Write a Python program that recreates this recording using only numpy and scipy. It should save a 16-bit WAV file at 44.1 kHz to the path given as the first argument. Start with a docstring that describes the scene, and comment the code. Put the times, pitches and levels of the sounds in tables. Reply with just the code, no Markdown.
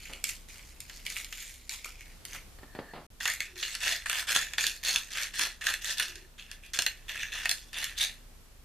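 """Over steady room noise and appliance hum, hands roll sandpaper round a screwdriver: grit drags and catches, bumping the mat.
Low scuffs of paper on fingers follow, then a hollow bone slides and lifts off the mat; an edit leaves a short silence.
Then quick strokes rasp the bore, regripped late; a faint hollow tone swells twice and the roll pulls out at the end.
Grit is noise shaped by stroke, grain and catch envelopes, then by body resonances; a small room answers."""
import sys
import numpy as np
from scipy import signal
from scipy.fft import rfft, irfft
from scipy.io import wavfile
from scipy.ndimage import uniform_filter1d, map_coordinates

SR = 44100
rng = np.random.default_rng(int(sys.argv[2]) if len(sys.argv) > 2 else 0)


def gain_from_db(level_db):
    """Convert decibel levels to linear amplitude factors (20 dB per decade)."""
    decades = np.asarray(level_db, float) / 20
    return 10 ** decades


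def transcribe(signal):
    """Save signal, clipped to [-1, 1], as a 16-bit WAV file at the path in sys.argv[1]."""
    frames = np.atleast_2d(signal).T
    limited = np.clip(frames, -1, 1)
    pcm = np.round(limited * 32767).astype(np.int16)
    wavfile.write(sys.argv[1], SR, pcm)


N = 381024
MUTE_FROM_S, MUTE_TO_S = 3.066, 3.102  # silence left by the edit


def along(points, hz):
    """(Hz, value) points read on a log-frequency axis."""
    f, v = np.transpose(points)
    return np.interp(np.log(hz + 1), np.log(f + 1), v)


def curves(rows):
    """One value per sample for each column after the time, silent outside the rows."""
    s, *cols = np.transpose(rows)
    t = np.arange(N) / SR
    return [np.interp(t, s, col, left=-120, right=-120) for col in cols]


def wobble(knots_per_s):
    """A smooth random curve: a spline through normal draws."""
    knots = rng.standard_normal(int(N * knots_per_s / SR) + 4)
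    return map_coordinates(knots, [np.arange(N) * knots_per_s / SR])


def coloured(x, colour_db):
    """Minimum-phase filter of the given dB curve that keeps the power of white noise."""
    size = 8192
    db = np.maximum(colour_db(np.fft.rfftfreq(size, 1 / SR)), -120)
    cepstrum = irfft(db * np.log(10) / 20)
    cepstrum[1:size // 2] *= 2  # fold to causal
    cepstrum[size // 2 + 1:] = 0
    answer = irfft(np.exp(rfft(cepstrum)))
    return signal.oaconvolve(x, answer / np.linalg.norm(answer))[:N]


def body(spectrum, modes):
    """Colour of a vibrating body: a broad spectrum with resonance humps on it."""
    def colour_db(hz):
        humps = sum(db / (1 + (2 * (hz - centre) / width) ** 2) for centre, width, db in modes)
        return along(spectrum, hz) + humps
    return colour_db


def bursts(times_s, dbs, t60_s):
    """An envelope that jumps at each time and dies away exponentially."""
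    kicks = np.bincount(np.round(np.multiply(times_s, SR)).astype(int), gain_from_db(dbs), N)
    return signal.lfilter([1], [1, -gain_from_db(-60 / (t60_s * SR))], kicks)


# broad spectrum of the room noise: (frequency [Hz], relative level [dB])
AIR_SPECTRUM = [(8, -20.5), (40, -7.5), (90, -15), (240, -24), (900, -30.5), (14000, -37.5)]
# left-right likeness of the room noise: (frequency [Hz], correlation [0-1])
AIR_LIKENESS = [(30, 0.85), (130, 0.56), (1000, 0.28), (8000, 0.03)]
# mains and motor tones: (frequency [Hz], rms level [dB])
HUM_TONES = [(30, -56), (60, -63.5), (240, -77)]


def air():
    """Room noise, alike in both ears mostly in the bass, plus hum unsteady in level and phase."""
    hz = np.fft.rfftfreq(N, 1 / SR)
    turn = np.arccos(np.clip(along(AIR_LIKENESS, hz), 0, 1)) / 2
    noise = rfft(rng.standard_normal((2, N))) * gain_from_db(along(AIR_SPECTRUM, hz))
    mid, side = irfft(noise * [np.cos(turn), np.sin(turn)], N)
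    hiss = np.array([mid + side, mid - side])
    hiss = gain_from_db(-55 + 1.5 * wobble(2.5)) * hiss / np.std(hiss)
    t = np.arange(N) / SR
    hum = np.zeros(N)
    for f, db in HUM_TONES:
        peak = np.sqrt(2) * gain_from_db(db + 2.2 * wobble(5))
        hum += peak * np.sin(2 * np.pi * f * t + .9 * wobble(7))
    return hiss + hum


# strokes of the grit: (start [s], swell [s], fade [s], peak level [dB], treble above the drag [dB])
GRIT_STROKES = [(-.2, 0.26, 0.66, -52.5, -0.5), (0.241, 0.058, 0.11, -44, 5), (0.479, 0.0076, 0.53, -53, 3),
                (.8, 0.15, 1, -58.5, 3.5), (1.048, 0.15, 0.16, -44.5, 1), (1.3, 0.13, 0.39, -49, 4),
                (1.7, 0.028, 0.18, -42, 0.5), (1.81, 0.071, 0.27, -53.5, -3), (1.98, 0.05, 0.54, -59, -3.5),
                (2.27, 0.078, 0.14, -47, -2), (3.201, 0.11, 0.12, -35.5, 0.5),
                (3.39, 0.043, 0.17, -45, -3.5), (3.552, 0.13, 0.26, -40, 1.5),
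                (3.803, 0.12, 0.15, -30, -1.5), (4.059, 0.15, 0.057, -32.5, -1),
                (4.267, 0.043, 0.14, -28, 0), (4.344, .02, 0.2, -28, -0.5), (4.576, 0.061, 0.18, -30.5, 1),
                (4.828, 0.064, 0.24, -30, 1.5), (5.101, .13, 0.13, -35, -1.5),
                (5.332, 0.095, 0.15, -29, -2.5), (5.606, 0.1, 0.14, -33, -3),
                (5.814, 0.12, 0.031, -35.5, 3), (5.962, 0.044, 0.25, -34, -3),
                (6.378, 0.005, 0.18, -40.5, -8.5), (6.49, 0.045, 0.11, -52, -4),
                (6.62, 0.04, 0.1, -50, -5.5), (6.732, 0.0098, 0.3, -33.5, -5),
                (7.076, 0.026, 0.41, -40.5, -5.5), (7.131, 0.1, 0.21, -39.5, -11),
                (7.318, 0.037, 0.31, -34.5, -8), (7.481, 0.03, 0.22, -49, 9),
                (7.726, 0.078, 0.27, -33.5, -7), (7.966, 0.065, 0.12, -29.5, 1)]


def strokes():
    """Drag on the body and on its treble: a stroke touches, swells ever slower to its peak, fades."""
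    touch_s, bite_db, swell_curve, fade_db = 0.008, 10, 1.5, 31.5  # starts bite_db under its peak
    t = np.arange(0, N / SR, .001)
    drag = np.zeros((2, len(t)))
    for start, swell, fade, peak_db, treble_db in GRIT_STROKES:
        rising = np.clip(1 - (t - start) / swell, 0, 1) ** swell_curve
        fading = np.maximum(t - start - swell, 0) / fade
        touch = np.clip((t - start) / touch_s, 0, 1)
        stroke = touch * gain_from_db(peak_db - bite_db * rising - fade_db * fading)
        drag += stroke * gain_from_db([[0], [treble_db]])
    return [np.interp(np.arange(N) / SR, t, d) for d in drag]


def grit(grains_per_s, spread_db, t60_s, smooth):
    """Envelope of rms 1: grains of uneven size tear loose at random over a smooth drag."""
    grains = rng.random((round(grains_per_s * N / SR), 2))
    times_s = grains[:, 0] * (N - 1) / SR
    sizes_db = -spread_db * np.log(grains[:, 1] + .04)
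    tears = smooth + bursts(times_s, sizes_db, t60_s)
    return tears / np.sqrt(np.mean(tears ** 2))


# grit catching and letting go: (time [s], peak level [dB], treble peak level [dB])
GRIT_CATCHES = [(0.054, -45.5, -55), (0.134, -39, -37), (0.2408, -26, -20), (0.291, -42, -29.5),
                (0.804, -52, -31.5), (0.557, -48, -62), (0.593, -44, -54), (0.897, -37, -40),
                (1.065, -31, -33), (1.101, -40, -30), (1.165, -33.5, -44), (1.2457, -42, -31.5),
                (1.326, -32.5, -38), (1.694, -35, -28), (1.845, -34, -32), (2.008, -48, -44),
                (2.2517, -38, -31.5), (2.347, -45, -44), (3.203, -46, -39), (3.255, -21, -27),
                (3.278, -35, -25), (3.4046, -25.5, -23.5), (3.6281, -23.5, -33), (3.751, -33, -25),
                (3.871, -30, -40), (3.93, -34, -34), (4.059, -23, -32), (4.097, -20.5, -20),
                (4.129, -24, -26), (4.348, -36, -24), (4.535, -28, -28), (4.582, -18.5, -26),
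                (4.667, -40, -15.5), (4.9599, -31, -19.5), (5.152, -28.5, -53), (5.232, -88, -29),
                (5.3937, -20, -19), (5.6678, -22, -18.5), (5.739, -31, -22), (5.982, -71, -24),
                (5.9978, -18, -18), (6.1562, -53, -35.5), (6.5144, -42, -33.5), (6.7347, -39, -32),
                (6.7642, -51, -33), (6.7892, -16.5, -15.5), (6.8213, -28, -22.5), (6.8641, -17, -17.5),
                (7.092, -34, -37), (7.456, -26, -23.5), (7.4931, -26, -15), (7.513, -27, -16.5),
                (7.785, -43, -30), (7.842, -32, -23), (8.01, -26, -35)]


def rubbing():
    """Drive on the body and its treble: drag roughened by loose grains, plus quickly dying catches."""
    drag, sharp_drag = strokes()
    s, low_db, high_db = np.transpose(GRIT_CATCHES)
    rough = grit(280, spread_db=4, t60_s=.008, smooth=1.1)
    fine = grit(300, spread_db=3.5, t60_s=0.0028, smooth=1.0)
    low = drag * rough + bursts(s, low_db, t60_s=0.034)
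    high = sharp_drag * rough * fine + bursts(s, high_db, t60_s=.014)
    return low, high


def patchy(x, hz_wide, seconds, depth_db):
    """The colour wanders as the contact point moves: random gain in patches of pitch and time."""
    z = signal.stft(x, nperseg=256)[2]
    field = uniform_filter1d(rng.standard_normal(z.shape), max(1, round(hz_wide * 256 / SR)), 0)
    field = uniform_filter1d(field, max(1, round(seconds * SR / 128)), 1)
    return signal.istft(z * gain_from_db(depth_db * field / np.std(field)), nperseg=256)[1][:N]


# loose paper, broad colour: (frequency [Hz], relative density [dB])
PAPER_COLOUR = [(240, -37), (400, -23.5), (1150, -17), (2150, 3.5), (3700, -5.5), (14000, -13.5)]
# paper resonance: (frequency [Hz], width [Hz], lift [dB])
PAPER_HUMPS = [(7000, 1000, 5)]
# bone in the first grip, broad colour: (frequency [Hz], relative density [dB])
BONE_COLOUR = [(250, -24.5), (1150, -14.5), (1600, -3.5), (3000, -9), (6900, -16), (14000, -23)]
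# bone in the new grip, broad colour: (frequency [Hz], relative density [dB])
REGRIPPED_COLOUR = [(250, -27), (1250, -12.5), (1600, -3), (3300, -6.5), (6000, -9), (14000, -16)]
# bone resonances: (frequency [Hz], width [Hz], lift [dB])
BONE_HUMPS = [(1793, 340, 7.3), (2666, 510, 8.8), (3475, 260, 7.65), (4210, 180, 4.9), (6640, 1050, 4.7)]


def rasp(low, high):
    """Grit shakes paper, then bone, then bone regripped, then the emptying bore, which adds a hump."""
    split_hz, regrip_s, pull_out_s = 3800, 6.3, 7.96
    shake = patchy(rng.standard_normal(N), hz_wide=1500, seconds=.012, depth_db=2.5)
    shake = patchy(shake, hz_wide=500, seconds=.15, depth_db=2.6)
    open_bore = [(3770, 1100, 7.9)]  # (frequency [Hz], width [Hz], lift [dB])
    colours = [body(PAPER_COLOUR, PAPER_HUMPS), body(BONE_COLOUR, BONE_HUMPS),
               body(REGRIPPED_COLOUR, BONE_HUMPS), body(REGRIPPED_COLOUR, BONE_HUMPS + open_bore)]
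    stage = np.searchsorted([MUTE_FROM_S, regrip_s, pull_out_s], np.arange(N) / SR)

    def edge_db(hz, order):
        """Low-pass at the split for order > 0, high-pass for order < 0."""
        return -10 * np.log10(1 + ((hz + 1) / split_hz) ** order)

    out = np.zeros(N)
    for k, colour in enumerate(colours):
        when = stage == k
        out += coloured(when * low * shake, lambda hz: colour(hz) + edge_db(hz, order=12))
        out += coloured(when * high * shake, lambda hz: colour(hz) + edge_db(hz, order=-12))
    return out


# bumps on the mat: (time [s], thud peak level [dB], tube peak level [dB], t60 [s])
MAT_BUMPS = [(0.095, -46.5, -72.5, 0.31), (2.587, -48, -45, 0.031), (2.631, -45, -50, .04),
             (2.75, -40, -43, 0.07), (2.789, -31.5, -68, 0.04), (2.936, -38, -57, 0.073)]
# bone slid and lifted off the mat: (time [s], thud level [dB], tube ring level [dB])
BONE_LIFT = [(2.609, -60, -73), (2.719, -65.5, -59.5), (2.784, -53, -60), (2.908, -57, -54),
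             (2.928, -91, -51), (2.958, -42.5, -58), (3.058, -60.5, -84)]
# mat, broad colour: (frequency [Hz], relative density [dB])
MAT_COLOUR = [(60, -51), (110, -4.5), (450, 0), (1300, -5.5), (2300, -13.5), (5000, -21), (6500, -88)]
# open-tube resonances: (frequency [Hz], width [Hz], lift [dB])
TUBE_HUMPS = [(1770, 430, 35), (4320, 200, 20)]


def mat():
    """Dull bumps (a push and a rattle) and sliding; the open tube sings faintly with both."""
    thud_db, ring_db = curves(BONE_LIFT)
    thuds = sum(bursts([s], [db], t60) for s, db, _, t60 in MAT_BUMPS)
    taps = sum(bursts([s], [db], t60) for s, _, db, t60 in MAT_BUMPS)
    rattle = (gain_from_db(thud_db) + thuds) * rng.standard_normal(N)
    push = .5 * thuds
    ring = (gain_from_db(ring_db + 1.8 * wobble(29.63)) + taps) * rng.standard_normal(N)
    return coloured(rattle + push, body(MAT_COLOUR, [])) + coloured(ring, body([(1, -40)], TUBE_HUMPS))


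def swells(rows, humps):
    """Noise in a resonance hump over a flat floor, swelling and fading once for each row."""
    t = np.arange(N) / SR
    swell = sum(gain_from_db(db) * np.sin(np.pi * np.clip((t - s) / length, 0, 1)) for s, length, db in rows)
    return coloured(swell * rng.standard_normal(N), body([(1, -40)], humps))


# paper against the fingers: (start [s], length [s], level [dB])
PAPER_SCUFFS = [(1.852, 0.014, -38), (1.884, 0.013, -47), (2.327, 0.049, -44)]
# scuff resonance: (frequency [Hz], width [Hz], lift [dB])
SCUFF_HUMP = [(1330, 560, 15)]


def scuffs():
    """Low scuffs of paper against the fingers: short swells of resonant noise."""
    return swells(PAPER_SCUFFS, SCUFF_HUMP)


# faint hollow tone: (start [s], length [s], level [dB])
HOLLOW_SWELLS = [(3.46, .22, -59), (6.03, 0.25, -57.5)]
# hollow resonance: (frequency [Hz], width [Hz], lift [dB])
HOLLOW_HUMP = [(365, 130, 35)]


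def hollow_tone():
    """A faint hollow tone that swells twice: noise in one narrow hump."""
    return swells(HOLLOW_SWELLS, HOLLOW_HUMP)


# room decay: (frequency [Hz], t60 [s])
ROOM_DECAY = [(300, 0.25), (2500, 0.19), (14000, 0.18)]


def echo(x, delay_s):
    """The room's answer: a noise tail, each frequency dying at its own speed."""
    hz, t, z = signal.stft(rng.standard_normal(SR // 2), SR, nperseg=128)
    tail = signal.istft(z * gain_from_db(-60 * t / along(ROOM_DECAY, hz)[:, None]), SR, nperseg=128)[1]
    tail = np.pad(tail / np.linalg.norm(tail), (round(delay_s * SR), 0))
    return signal.fftconvolve(x, tail)[:N]


# side against mid: (frequency [Hz], side gain [dB])
SIDE_WIDTH = [(400, -15.5), (1500, -19.5), (3000, -11.5), (6000, -4), (13000, -3.5)]


def spread(mid, side):
    """A spread source reaches the close ports unalike, mostly in the treble."""
    side = irfft(rfft(side) * gain_from_db(along(SIDE_WIDTH, np.fft.rfftfreq(N, 1 / SR))), N)
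    return np.array([mid + side, mid - side])


def scene():
    """Work sounds, drawn apart for mid and side, in the room; then room noise and hollow tone."""
    force = rubbing()
    work = [rasp(*force) + mat() + scuffs() for _ in ("mid", "side")]
    mid, side = [gain_from_db(-1.5) * x + gain_from_db(-8.0) * echo(x, delay_s=.006) for x in work]
    return spread(mid, side) + air() + hollow_tone()


def ducked(x):
    """Gain control: turns down after loud sound by a share of the level over the knee, creeps back."""
    knee_db, share, back_s = -40.5, 0.18, 0.84
    keep = np.exp(-1 / (back_s * SR))
    recent = signal.lfilter([1 - keep], [1, -keep], np.mean(x ** 2, axis=0))
    return x * (1 + recent / gain_from_db(2 * knee_db)) ** (-share / 2)


# port balance: (frequency [Hz], left over right [dB])
PORT_BALANCE = [(1000, 0), (4500, -1), (13000, -1)]


def ports(x):
    """Two unequal microphone ports, each taking half the balance, with a steep band limit."""
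    hz = np.fft.rfftfreq(N, 1 / SR)
    gain = gain_from_db(along(PORT_BALANCE, hz) * np.array([[.5], [-.5]]))
    return irfft(rfft(x) * gain / (1 + (hz / 14300) ** 90), N)


def low_pass(x):
    """Removes everything above the highest recorded frequency."""
    return signal.sosfilt(signal.butter(12, 15480, fs=SR, output="sos"), x)


def record(dry):
    """Gain control, microphone ports, then the edit's silence with 0.38 ms edges."""
    heard = ports(ducked(dry))
    t = np.arange(N) / SR
    kept = np.clip(np.maximum(MUTE_FROM_S - t, t - MUTE_TO_S) / 0.00038, 0, 1)
    return low_pass(heard * kept)


dry = scene()
out = record(dry)
transcribe(out)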